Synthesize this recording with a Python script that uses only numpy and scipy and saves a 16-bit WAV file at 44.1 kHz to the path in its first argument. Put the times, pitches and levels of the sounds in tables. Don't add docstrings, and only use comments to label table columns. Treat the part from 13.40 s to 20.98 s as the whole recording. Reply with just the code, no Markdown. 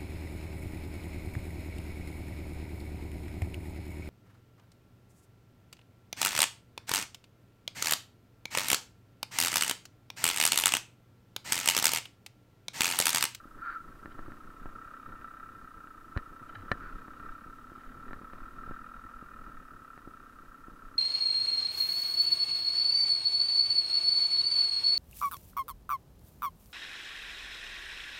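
import sys
import numpy as np
from scipy import signal
from scipy.fft import rfft, irfft, next_fast_len
from scipy.io import wavfile

SR = 44100
rng = np.random.default_rng(int(sys.argv[2]) if len(sys.argv) > 2 else 0)


def wrap_up_sound(samples):
    columns = np.atleast_2d(samples).T
    tamed = np.clip(columns, -1, 1)
    steps = np.round(tamed * 32767).astype(np.int16)
    wavfile.write(sys.argv[1], SR, steps)


N = 334229
TIME = np.arange(N) / SR

# time in seconds, turns per second.
CRANK_SPEED = [(0.0, 28.0), (0.6, 26.32), (0.77, 25.24), (1.1, 31.28), (1.58, 33.1), (1.77, 31.96),
               (2.08, 33.23), (2.72, 27.44), (3.37, 33.44), (3.88, 32.5), (4.39, 36.63), (4.83, 36.64),
               (5.02, 38.6), (5.81, 40.71), (6.29, 36.18), (6.54, 35.11), (6.89, 31.36), (7.58, 33.48)]
# centre in Hz, width in Hz, relative gain in dB.
CASE_MODES = [(98, 90, 4), (271, 186, 7), (443, 170, -8.5), (569, 72, -2.5), (727, 64, -3),
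              (1060, 620, -2.5), (1408, 150, 7), (1650, 420, 1), (1775, 56, 6.5), (1910, 59, 1.5),
              (2150, 990, -7), (2960, 420, -14.5), (4010, 410, -7), (4640, 450, -14.5), (5640, 680, -16),
              (9350, 3000, -13)]
# pressure crest in seconds, peak in dB, swing rate in Hz.
BUMPS = [(0.791, -39, 16), (0.881, -41.5, 16), (1.257, -38.5, 18), (2.767, -24, 104), (3.33, -41, 62),
         (3.542, -34.5, 33), (3.88, -40.5, 19), (4.697, -38, 14), (5.02, -39, 26), (5.306, -36.5, 18),
         (6.047, -42, 22), (6.161, -44.5, 19), (7.46, -42.5, 26)]


def amp(db):
    return 10 ** (np.asarray(db) / 20)


def unit(x):
    return x / np.sqrt(np.mean(x ** 2) + 1e-20)


def curve(rows):
    return np.interp(TIME, *np.transpose(rows))


def bell(centre_s, half_s):
    return np.exp(-np.minimum(((TIME - centre_s) / half_s) ** 2, 20))


def swells(rows):
    return sum(amp(db) * bell(centre_s, half_s) for centre_s, db, half_s in rows)


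def add(mix, start_s, sound):
    part = mix[max(round(start_s * SR), 0):][:len(sound)]
    part += sound[:len(part)]


def noise(spectrum):
    hz, db = np.transpose(spectrum)
    size = next_fast_len(N, True)
    gain = amp(np.interp(np.log(np.fft.rfftfreq(size, 1 / SR) + 1), np.log(hz), db))
    return unit(irfft(rfft(rng.standard_normal(size)) * gain, size)[:N])


def drift(rate_hz):
    size = next_fast_len(N, True)
    gain = np.exp(-(np.fft.rfftfreq(size, 1 / SR) / rate_hz) ** 2)
    return unit(irfft(rfft(rng.standard_normal(size)) * gain, size)[:N])


def response(modes, size=4096):
    bins_hz = np.fft.rfftfreq(size, 1 / SR)
    power = sum((amp(db) / (1 + ((bins_hz - hz) / (0.55 * width_hz)) ** 2)) ** 2
                for hz, width_hz, db in modes)
    cepstrum = irfft(np.log(power + 1e-12))[:size // 2]
    cepstrum[0] /= 2
    return irfft(np.exp(rfft(cepstrum, size)))


def ring(drive, modes):
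    return unit(signal.oaconvolve(drive, response(modes))[:N])


def lowpass(x, hz):
    return signal.lfilter(*signal.butter(1, min(hz, SR / 2.2), fs=SR), x)


def clicks(turns, at_turn, uneven_db, jitter_turns):
    strength, slip = rng.standard_normal((int(turns[-1]), 2)).T
    samples = np.searchsorted(turns, np.arange(len(strength)) + at_turn + jitter_turns * slip)
    return np.bincount(np.minimum(samples, N - 1), amp(uneven_db * strength), N)


def gate(turns, at_turn, open_turns):
    offset_turns = (turns - at_turn + .5) % 1 - .5
    return np.exp(-(offset_turns / (open_turns / 2)) ** 4)


def tone_bursts(turns, hz, waver_hz, at_turn, open_turns, linger):
    firing = turns.astype(int)
    cycles = np.cumsum(hz + waver_hz * drift(130)) / SR
    cycles -= cycles[np.searchsorted(firing, firing)]
    envelope = gate(turns, at_turn, open_turns) + linger * np.sqrt(abs(np.sin(np.pi * turns)))
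    return unit(envelope * np.sin(2 * np.pi * cycles))


def shaken(half_s=0.063):
    return sum(bell(crest_s, half_s) for crest_s, _, _ in BUMPS)


def going_db(bump_lift_db=1.5):
    # time in seconds, base level in dB.
    going = [(0, -57.5), (.9, -54.5), (2.5, -57.5), (3.4, -52.5), (4.1, -55.5), (5.2, -55.5), (6.3, -58),
             (7.58, -57.5)]
    return curve(going) + bump_lift_db * shaken()


def engine_ring(turns, slap_db=-4, gears_db=-11, clatter_db=-7, barrel_db=-2.4, bump_lift_db=2.0):
    # time in seconds, base level in dB.
    ring_levels = [(0.0, -54.5), (0.82, -54), (1.14, -53.5), (1.3, -49.5), (1.86, -48.5), (2.02, -47.5),
                   (2.18, -52.5), (2.5, -50.5), (2.66, -54), (2.74, -51.5), (3.86, -49), (4.1, -52),
                   (4.82, -51), (5.3, -48), (6.98, -54), (7.58, -52.5)]
    # centre in Hz, width in Hz, relative gain in dB.
    engine_modes = [(650, 530, -15.5), (1020, 500, -15.5), (1222, 89, 4.5), (1330.6, 37, 7),
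                    (1423, 105, 0.5), (1577, 71, 1), (1803, 103, -3.5), (1934, 42, -8), (2274, 74, -17.5),
                    (2462, 84, -15), (2760, 380, -22), (3780, 194, -24)]
    firing_gain = amp(0.62 * rng.standard_normal(int(turns[-1]) + 1))[turns.astype(int)]
    barrel = tone_bursts(turns, hz=1329, waver_hz=20, at_turn=.225, open_turns=.38, linger=.3)
    barrel *= firing_gain * amp(1.4 * drift(160))
    slap = unit(clicks(turns, at_turn=.0532, uneven_db=4.0, jitter_turns=.012))
    burst = unit(gate(turns, at_turn=.2, open_turns=.53) * rng.standard_normal(N))
    clatter = ring(firing_gain * (burst + amp(slap_db) * slap), engine_modes)
    gears = ring(rng.standard_normal(N), engine_modes)
    level_db = curve(ring_levels) + bump_lift_db * shaken() + 0.75 * drift(6.4)
    return amp(level_db) * (amp(barrel_db) * barrel + amp(clatter_db) * clatter + amp(gears_db) * gears)


def exhaust(turns, gain_db=-7.0, puff_db=-2, hum_db=-5, throb_db=5):
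    # centre in Hz, width in Hz, relative gain in dB.
    pipe_modes = [(102, 130, -4), (251.5, 40.5, 6), (308.6, 50, -0.5), (476, 130, -13.5)]
    puffs = unit(clicks(turns, at_turn=.5, uneven_db=1.8, jitter_turns=.006))
    gas = unit((gate(turns, at_turn=.7, open_turns=.45) + .2) * rng.standard_normal(N))
    pipe = ring(puffs + .4 * gas, pipe_modes)
    crank_hz = curve(CRANK_SPEED)
    hum_hz = 279.8 - 5.2 * (crank_hz - 31.6)
    hum = tone_bursts(turns + .5, hum_hz, waver_hz=14, at_turn=.28, open_turns=.54, linger=.35)
    throb = (crank_hz / crank_hz.max()) ** 8 * np.sin(2 * np.pi * turns)
    return amp(going_db() + gain_db) * (amp(puff_db) * pipe + amp(hum_db) * hum + amp(throb_db) * throb)


def trail(rumble_db=2.5, lumpy_db=3.5, lumpy_below_hz=500, ticks_per_s=10, ticks_db=-9):
    # frequency in Hz, relative density in dB.
    tyre_spectrum = [(8, 2), (25, 3), (50, -8.5), (110, -15), (200, -14), (400, -18), (600, -23),
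                     (800, -28), (1100, -16.5), (2200, -33.5), (5000, -45), (9000, -52)]
    rolling = noise(tyre_spectrum)
    bass = lowpass(rolling, lumpy_below_hz)
    rumble = bass * amp(lumpy_db * drift(13.5)) + rolling - bass
    hits = (rng.random(N) < ticks_per_s / SR) * rng.uniform(0.38, 1, N)
    ticks = unit(lowpass(lowpass(ring(hits, CASE_MODES), 330), 660))
    return amp(going_db()) * (amp(rumble_db) * rumble + amp(ticks_db) * ticks)


def knocks(rebound=0.76, rebound_s=0.0017, rattle=0.03, rattle_s=0.0062, gain_db=1.0):
    # start in seconds, peak in dB before gain_db, brightness in Hz.
    blows = [(0.0552, -41, 394), (0.6584, -28, 1080), (0.7916, -29, 770), (0.882, -34.5, 390),
             (0.92, -34, 1460), (1.2576, -29, 540), (1.7393, -41.5, 400), (2.7645, -24.5, 796),
             (2.775, -21, 2270), (3.3165, -11.5, 2030), (3.371, -48, 600), (3.6817, -34.5, 720),
             (4.3185, -38, 400), (4.71, -32, 750), (4.732, -27.5, 1390), (4.8141, -38.5, 400),
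             (4.9343, -32.5, 1370), (5.2322, -38, 1020), (5.2771, -36, 400), (5.3108, -30.5, 400),
             (5.826, -38, 443), (6.5774, -34, 1110), (6.6748, -35, 403), (7.2829, -38, 390)]
    out, case = np.zeros(N), response(CASE_MODES)
    age_s = np.arange(len(case)) / SR
    hardest_db = max(db for _, db, _ in blows)
    for start_s, db, bright_hz in blows:
        chatter = rng.standard_normal(len(age_s))
        force = rattle * (chatter - lowpass(chatter, 620)) * np.exp(-age_s / rattle_s)
        add(force, 0, [1])
        add(force, rebound_s, [rebound * amp(db - hardest_db)])
        contact = signal.butter(2, min(bright_hz * 1.55, SR / 2.2), fs=SR)
        ringing = signal.fftconvolve(force, case)
        knock = lowpass(signal.lfilter(*contact, ringing), bright_hz * 3)
        add(out, start_s, -knock * amp(db + gain_db) / abs(knock).max())
    return out


def friction(modes, grain_db):
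    return ring(rng.standard_normal(N) * amp(grain_db * drift(180)), modes)


def rasps():
    # centre in seconds, level in dB, half length in seconds.
    rasp_swells = [(.292, -40.5, 0.071), (3.458, -46, 0.051)]
    # centre in Hz, width in Hz, relative gain in dB.
    rasp_modes = [(1200, 120, -19), (1383, 200, 7), (1550, 410, -2), (1740, 140, -6), (2350, 220, -17),
                  (3100, 280, -32), (3840, 320, -29), (4510, 280, -26.5)]
    return swells(rasp_swells) * friction(rasp_modes, grain_db=-2.0)


def squeals(hz=1345, waver_hz=28, flutter_db=2):
    # centre in seconds, level in dB, half length in seconds.
    squeal_swells = [(.229, -36.5, 0.0079), (.282, -35, 0.02), (.365, -37, 0.015), (.408, -48, 0.018)]
    cycles = np.cumsum(hz + waver_hz * drift(107)) / SR
    return swells(squeal_swells) * unit(np.sin(2 * np.pi * cycles) * amp(flutter_db * drift(200)))


def crunches():
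    # centre in seconds, level in dB, half length in seconds.
    crushes = [(.718, -60, 0.018), (3.095, -47.5, 0.01), (3.155, -45, 0.006), (3.198, -59, 0.028),
               (4.44, -62.5, 0.15)]
    # centre in Hz, width in Hz, relative gain in dB.
    litter_modes = [(756, 460, 5), (1590, 580, 12), (2380, 130, 3), (3050, 260, 1.5), (3900, 170, -1),
                    (4700, 400, -14)]
    return swells(crushes) * friction(litter_modes, grain_db=4.5)


def jolts():
    out = np.zeros(N)
    for crest_s, db, hz in BUMPS:
        swing = 4 * hz * (TIME - crest_s) - 1
        out -= amp(db) * swing * np.exp((1 - swing ** 2) / 2)
    return out


def groan():
    # time in seconds, pitch in Hz, level in dB.
    glide = [(3.13, 135, -81), (3.165, 113, -47), (3.195, 92, -46), (3.225, 89.5, -47), (3.265, 100, -63)]
    times_s, hz, db = np.transpose(glide)
    cycles = np.cumsum(np.interp(TIME, times_s, hz)) / SR
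    sounding = (TIME > times_s[0]) & (TIME < times_s[-1])
    return amp(np.interp(TIME, times_s, db)) * sounding * np.sin(2 * np.pi * cycles)


def scene():
    turns = np.cumsum(curve(CRANK_SPEED)) / SR
    rubbing = rasps() + crunches()
    bike = engine_ring(turns) + exhaust(turns)
    return (bike + trail() + knocks() + jolts() + rubbing + squeals() + groan())[None]


def record(dry, hiss_db=-72, whine_db=-96, whine_hz=11861, cutoff_hz=15750):
    # frequency in Hz, relative density in dB.
    hiss_spectrum = [(20, -61), (3000, -2.5), (7000, -3.5), (15000, -4)]
    hiss = amp(hiss_db) * noise(hiss_spectrum)
    whine = amp(whine_db) * np.sin(2 * np.pi * whine_hz * TIME)
    band_limit = signal.firwin(511, cutoff_hz, window=("kaiser", 9), fs=SR)
    return signal.oaconvolve(dry + hiss + whine, band_limit[None], "same")


dry = scene()
out = record(dry)
wrap_up_sound(out)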